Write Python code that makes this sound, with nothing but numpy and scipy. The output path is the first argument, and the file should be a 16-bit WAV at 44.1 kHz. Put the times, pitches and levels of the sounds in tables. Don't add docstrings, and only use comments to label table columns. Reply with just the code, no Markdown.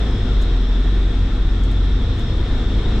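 import sys
import numpy as np
from scipy import signal
from scipy.fft import rfft, irfft, next_fast_len
from scipy.io import wavfile
from scipy.ndimage import uniform_filter1d, minimum_filter1d, map_coordinates

SR = 44100
rng = np.random.default_rng(int(sys.argv[2]) if len(sys.argv) > 2 else 0)


def pcm_store(signal):
    levels = np.round(np.clip(np.atleast_2d(signal), -1, 1) * 32767)
    wavfile.write(sys.argv[1], SR, levels.astype(np.int16).T)


N = 132300
TOP_HZ = 15200


def amp(db):
    return 10 ** (np.asarray(db) / 20)


def unit(x):
    return x / np.sqrt(np.mean(x ** 2) + 1e-20)


def along(points, hz):
    f, v = np.transpose(points)
    return np.interp(np.log(hz + 1), np.log(f + 1), v)


def curve(rows):
    return np.interp(np.arange(N) / SR, *np.transpose(rows))


def wobble(knots_per_s):
    knots = rng.standard_normal(2000)
    return map_coordinates(knots, [np.arange(N) * knots_per_s / SR], mode="mirror")


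def filtered(x, response):
    m = next_fast_len(N + SR // 2)
    return irfft(rfft(x, m) * response(np.fft.rfftfreq(m, 1 / SR)), m)[..., :N]


def pan(db):
    return amp(np.array([[.5], [-.5]]) * db)


def steady(x):
    power = uniform_filter1d(np.mean(x ** 2, axis=0), size=9000)
    return unit(x / np.sqrt(np.abs(power) + 1e-12))


# f/Hz, left-right likeness
CABIN_ALIKE = [(60, 0.98), (250, 1), (450, 0.92), (700, 0.75), (1300, 0.86), (2200, 0.49), (3600, 0.29),
               (8000, 0.18)]
# f/Hz, left-right level/dB
NOISE_LEAN = [(30, 0.5), (250, 2), (700, 1.5), (2700, 4), (3600, 3), (5400, 0), (8000, 0.5)]


def rush(colour, patchy_db, alike=CABIN_ALIKE):
    z = signal.stft(rng.standard_normal((2, N)), nperseg=1024)[2]
    field = rng.standard_normal(z.shape[1:])
    field = uniform_filter1d(field, size=7, axis=0)
    field = uniform_filter1d(field, size=9, axis=1)
    pair = signal.istft(z * amp(patchy_db * unit(field)), nperseg=1024)[1][:, :N]

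    def mid_side(hz):
        turn = np.arccos(np.clip(along(alike, hz), -1, 1)) / 2
        return colour(hz) * [np.cos(turn), np.sin(turn)]

    mid, side = filtered(pair, mid_side)
    stereo = np.array([mid + side, mid - side])
    return unit(filtered(stereo, lambda hz: pan(along(NOISE_LEAN, hz))))


# t/s, f/Hz
FIRING = [(0, 53.79), (.15, 50.66), (.35, 48.36), (.52, 42.39), (.7, 43.37), (.92, 46.35), (1.15, 44.29),
          (1.55, 45.31), (1.85, 46.5), (2.05, 51.89), (2.5, 51.98), (3, 54.79)]


def firing_phase():
    return 2 * np.pi * np.cumsum(curve(FIRING)) / SR


# t/s, level/dB
BOOM = [(0, -19), (.1, -16), (.2, -26.5), (.32, -16), (.7, -15), (1.1, -16), (1.5, -17), (1.85, -14.5),
        (2.1, -24.5), (2.35, -24.5), (3, -20)]
# t/s, pull (0-1)
PULL = [(0, .6), (.4, 0.3), (1.9, 0), (2.25, 0.94), (3, 1)]
# multiple of firing rate, easy level/dB, pulling level/dB
ENGINE_ORDERS = [(.5, -30, -28.5), (1.5, -34.5, -31), (2, -30, -30.5), (2.5, -38.5, -39.5),
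                 (4, -48.5, -40.5), (5, -44.5, -40)]


def engine(phase):
    boom = amp(curve(BOOM) + 0.39 * wobble(5.3)) * np.sin(phase)
    pull = curve(PULL)
    orders = 0
    for k, easy_db, pull_db in ENGINE_ORDERS:
        level_db = easy_db + pull * (pull_db - easy_db) + 2.26 * wobble(8.3)
        start = rng.uniform(0, 2 * np.pi)
        orders = orders + amp(level_db) * np.sin(k * phase + start + .5 * wobble(7.4))
    return np.sqrt(2) * (boom + orders) * pan(db=.5)


# f/Hz, relative level/dB
ROAD_COLOUR = [(5, -30), (11, -7), (22, 1.5), (33, 6), (50, 0), (64, -7.5), (85, -2), (102, -13),
               (150, -22.5), (250, -44.5), (500, -83.5)]
# t/s, level/dB
ROAD_LEVEL = [(0, -22.5), (.3, -20), (.5, -22.5), (.7, -24.5), (1, -24), (1.3, -18.5), (1.55, -20.5),
              (1.8, -21), (2.1, -19), (2.5, -19), (3, -19)]
# f/Hz, left-right likeness
ROAD_ALIKE = [(60, .9998), (250, .995)]


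def road():
    rumble = rush(lambda hz: amp(along(ROAD_COLOUR, hz)), patchy_db=1, alike=ROAD_ALIKE)
    return amp(curve(ROAD_LEVEL)) * steady(rumble)


# f/Hz, relative level/dB
PANEL_COLOUR = [(70, -28), (125, 1), (155, -7), (200, -1.5), (228, -1.5), (258, -2), (278, -3), (298, -8),
                (328, -4.5), (350, -8.5), (390, -6.5), (440, -11), (500, -11.5), (600, -18.5), (1000, -31),
                (2500, -77.5)]
# t/s, level/dB
PANEL_LEVEL = [(0, -27.5), (.25, -28), (.45, -30), (1, -30), (1.35, -32), (1.8, -30), (2.3, -30),
               (2.7, -29), (3, -26)]
PARTIALS_DB = -1.5


def panels(phase):
    firing_hz = curve(FIRING)
    partials = 0
    for k in np.arange(3, 10, .5):
        level_db = along(PANEL_COLOUR, k * firing_hz) + 2.6 * wobble(6)
        start = rng.uniform(0, 2 * np.pi)
        partials = partials + amp(level_db) * np.sin(k * phase + start + 0.83 * wobble(8))
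    noise = rush(lambda hz: amp(along(PANEL_COLOUR, hz)), patchy_db=0.5)
    drone = noise + amp(PARTIALS_DB) * unit(partials) * pan(db=0.2)
    return amp(curve(PANEL_LEVEL)) * steady(drone)


RIPPLE_DB, RIPPLE_HZ = 1.8, 14


def ripple(hz):
    knots = rng.standard_normal(4000)
    return amp(RIPPLE_DB * map_coordinates(knots, [hz / RIPPLE_HZ], mode="mirror"))


# f/Hz, relative level/dB
AIR_COLOUR = [(200, -35), (600, -2.5), (660, -1), (705, 5), (780, -2), (1100, -2), (1400, -0.5), (1650, -5),
              (2000, -5), (2400, -7.5), (3000, -8), (4600, -14.5), (5800, -19.5), (7000, -23),
              (8400, -25.5), (9500, -38), (11000, -44), (13000, -49.5), (15000, -60.5)]
# t/s, level/dB
AIR_LEVEL = [(0, -36.5), (.3, -37.5), (.65, -39), (1, -38.5), (1.45, -39.5), (1.9, -39.5), (2.4, -38),
             (2.75, -37.5), (3, -36)]
# f/Hz, half-width at -12 dB/Hz, relative level/dB
WHISTLE_BANDS = [(3236, 150, -5), (3398, 170, -2), (3590, 310, -3), (3807, 480, -5), (5204, 92, -10.5),
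                 (5510, 410, -15.5)]
# t/s, level/dB
WHISTLE_LEVEL = [(0, -40.5), (.5, -40.5), (.9, -42), (1.45, -43.5), (1.8, -41), (2.3, -41.5), (2.75, -40),
                 (3, -40.5)]


def whistle_response(hz):
    power = 0
    for centre_hz, width_hz, db in WHISTLE_BANDS:
        power = power + (amp(db) / (1 + ((hz - centre_hz) / width_hz) ** 2) ** 2) ** 2
    return np.sqrt(power)


def vents():
    air = rush(lambda hz: amp(along(AIR_COLOUR, hz)) * np.sqrt(ripple(hz)), patchy_db=0.5)
    whistle = steady(rush(lambda hz: whistle_response(hz) * ripple(hz), patchy_db=1.7))
    air_gain = amp(curve(AIR_LEVEL) + 0.1 * wobble(8))
    whistle_gain = amp(curve(WHISTLE_LEVEL) + 0.33 * wobble(15))
    return air_gain * air + whistle_gain * whistle


FLUTTER_DB = 2.5


def tone(hz, db, lean_db, drift_hz=4):
    phase = 2 * np.pi * np.cumsum(hz + drift_hz * wobble(21.95)) / SR
    apart = np.arccos(np.clip(along(CABIN_ALIKE, hz), -1, 1)) / 2 * wobble(9)
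    gain = np.sqrt(2) * amp(db + FLUTTER_DB * wobble(17)) * pan(lean_db)
    return gain * np.sin(phase + np.array([apart, -apart]))


# f/Hz, level/dB, left-right level/dB
FAN_TONES = [(171, -42.5, 1), (258, -39.5, 1), (329, -44, 1), (464, -48.5, 2), (474, -53, 2),
             (1326, -59, 2), (1432, -60, 3), (1567, -60.5, 2), (1756, -55, 4), (1768, -63, 3),
             (1840, -55.5, 2), (1988, -65, 5), (2185, -62, 6), (3260, -58.5, 1), (3339, -57.5, 3),
             (3570, -55.5, 2), (5246, -69, 0)]
# t/s, level/dB
SING_LEVEL = [(0, -53), (1.1, -55), (1.85, -57), (2.05, -46), (2.2, -47.5), (2.4, -51), (2.7, -49),
              (2.85, -53), (3, -48)]
SING_HZ = 3600
# t/s, f/Hz
WHINE = [(0, 3903), (1.4, 3908), (2.2, 3872), (2.8, 3862), (3, 3882)]


def fans():
    hum = sum(tone(*row) for row in FAN_TONES)
    sing = tone(SING_HZ, curve(SING_LEVEL), lean_db=-5.5, drift_hz=6)
    whine = tone(curve(WHINE), db=-57.5, lean_db=-1)
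    return hum + sing + whine


# t/s, level/dB, e-fold rise/s, T60 decay/s
RATTLES = [(.419, -48.5, .006, .13), (1.15, -63, .02, .38), (1.333, -63, .01, .27),
           (1.639, -47.5, .004, .09), (1.718, -54, .0013, .11), (2.196, -51, .011, .15),
           (2.58, -66, .025, .5)]
# t/s, onset level/dB
CLICKS = [(.4175, -50), (1.637, -44), (1.7165, -39), (2.1945, -48)]
CLICK_T60_S = .005
# f/Hz, relative level/dB
RATTLE_COLOUR = [(1500, -35), (4000, -6), (7000, 6.5), (8500, -1), (10000, -10), (12800, -6),
                 (14500, -19.5)]
# f/Hz, left-right likeness
RATTLE_ALIKE = [(4000, .5), (9000, 0.97), (12000, 1)]


def rattles():
    t = np.arange(N) / SR
    level = 0
    for s, db, rise_s, t60_s in RATTLES:
        decay = amp(db - 60 * np.maximum(t - s, 0) / t60_s)
        level = level + decay * np.exp(np.minimum(t - s, 0) / rise_s)
    contacts = unit(amp(3.4 * wobble(600)))
    clicks = sum((t >= s) * amp(db - 60 * np.abs(t - s) / CLICK_T60_S) for s, db in CLICKS)
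    noise = rush(lambda hz: amp(along(RATTLE_COLOUR, hz)), patchy_db=0.5, alike=RATTLE_ALIKE)
    return (level * contacts + clicks) * pan(db=1.0) * noise


PING_S, PING_HZ, PING_DB, PING_T60_S = 2.405, 12850, -66.5, .18
TAP_DB, TAP_T60_S = -66, .015


def ping():
    t = np.maximum(np.arange(N) / SR - PING_S, 0)
    noise = filtered(rng.standard_normal(N), lambda hz: (hz > PING_HZ) * (hz < TOP_HZ))
    tap = (t > 0) * amp(TAP_DB - 60 * t / TAP_T60_S) * unit(noise)
    ring = amp(PING_DB - 60 * t / PING_T60_S) * np.sin(2 * np.pi * PING_HZ * t)
    return tap + ring


RIGHT_LEADS_S = 1.8e-5


def scene():
    phase = firing_phase()
    cabin = engine(phase) + road() + panels(phase) + vents() + fans() + rattles() + ping()
    shift_s = RIGHT_LEADS_S / 2 * np.array([[-1], [1]])
    return filtered(cabin, lambda hz: np.exp(2j * np.pi * hz * shift_s))


CEILING_DB, HOLD_S = -7, 0.04


def record(dry):
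    hold = max(int(HOLD_S * SR), 1)
    needed = np.minimum(1, amp(CEILING_DB) / (np.abs(dry).max(axis=0) + 1e-9))
    gain = uniform_filter1d(minimum_filter1d(needed, hold), hold)
    return filtered(dry * gain, lambda hz: hz < TOP_HZ)


dry = scene()
out = record(dry)
pcm_store(out)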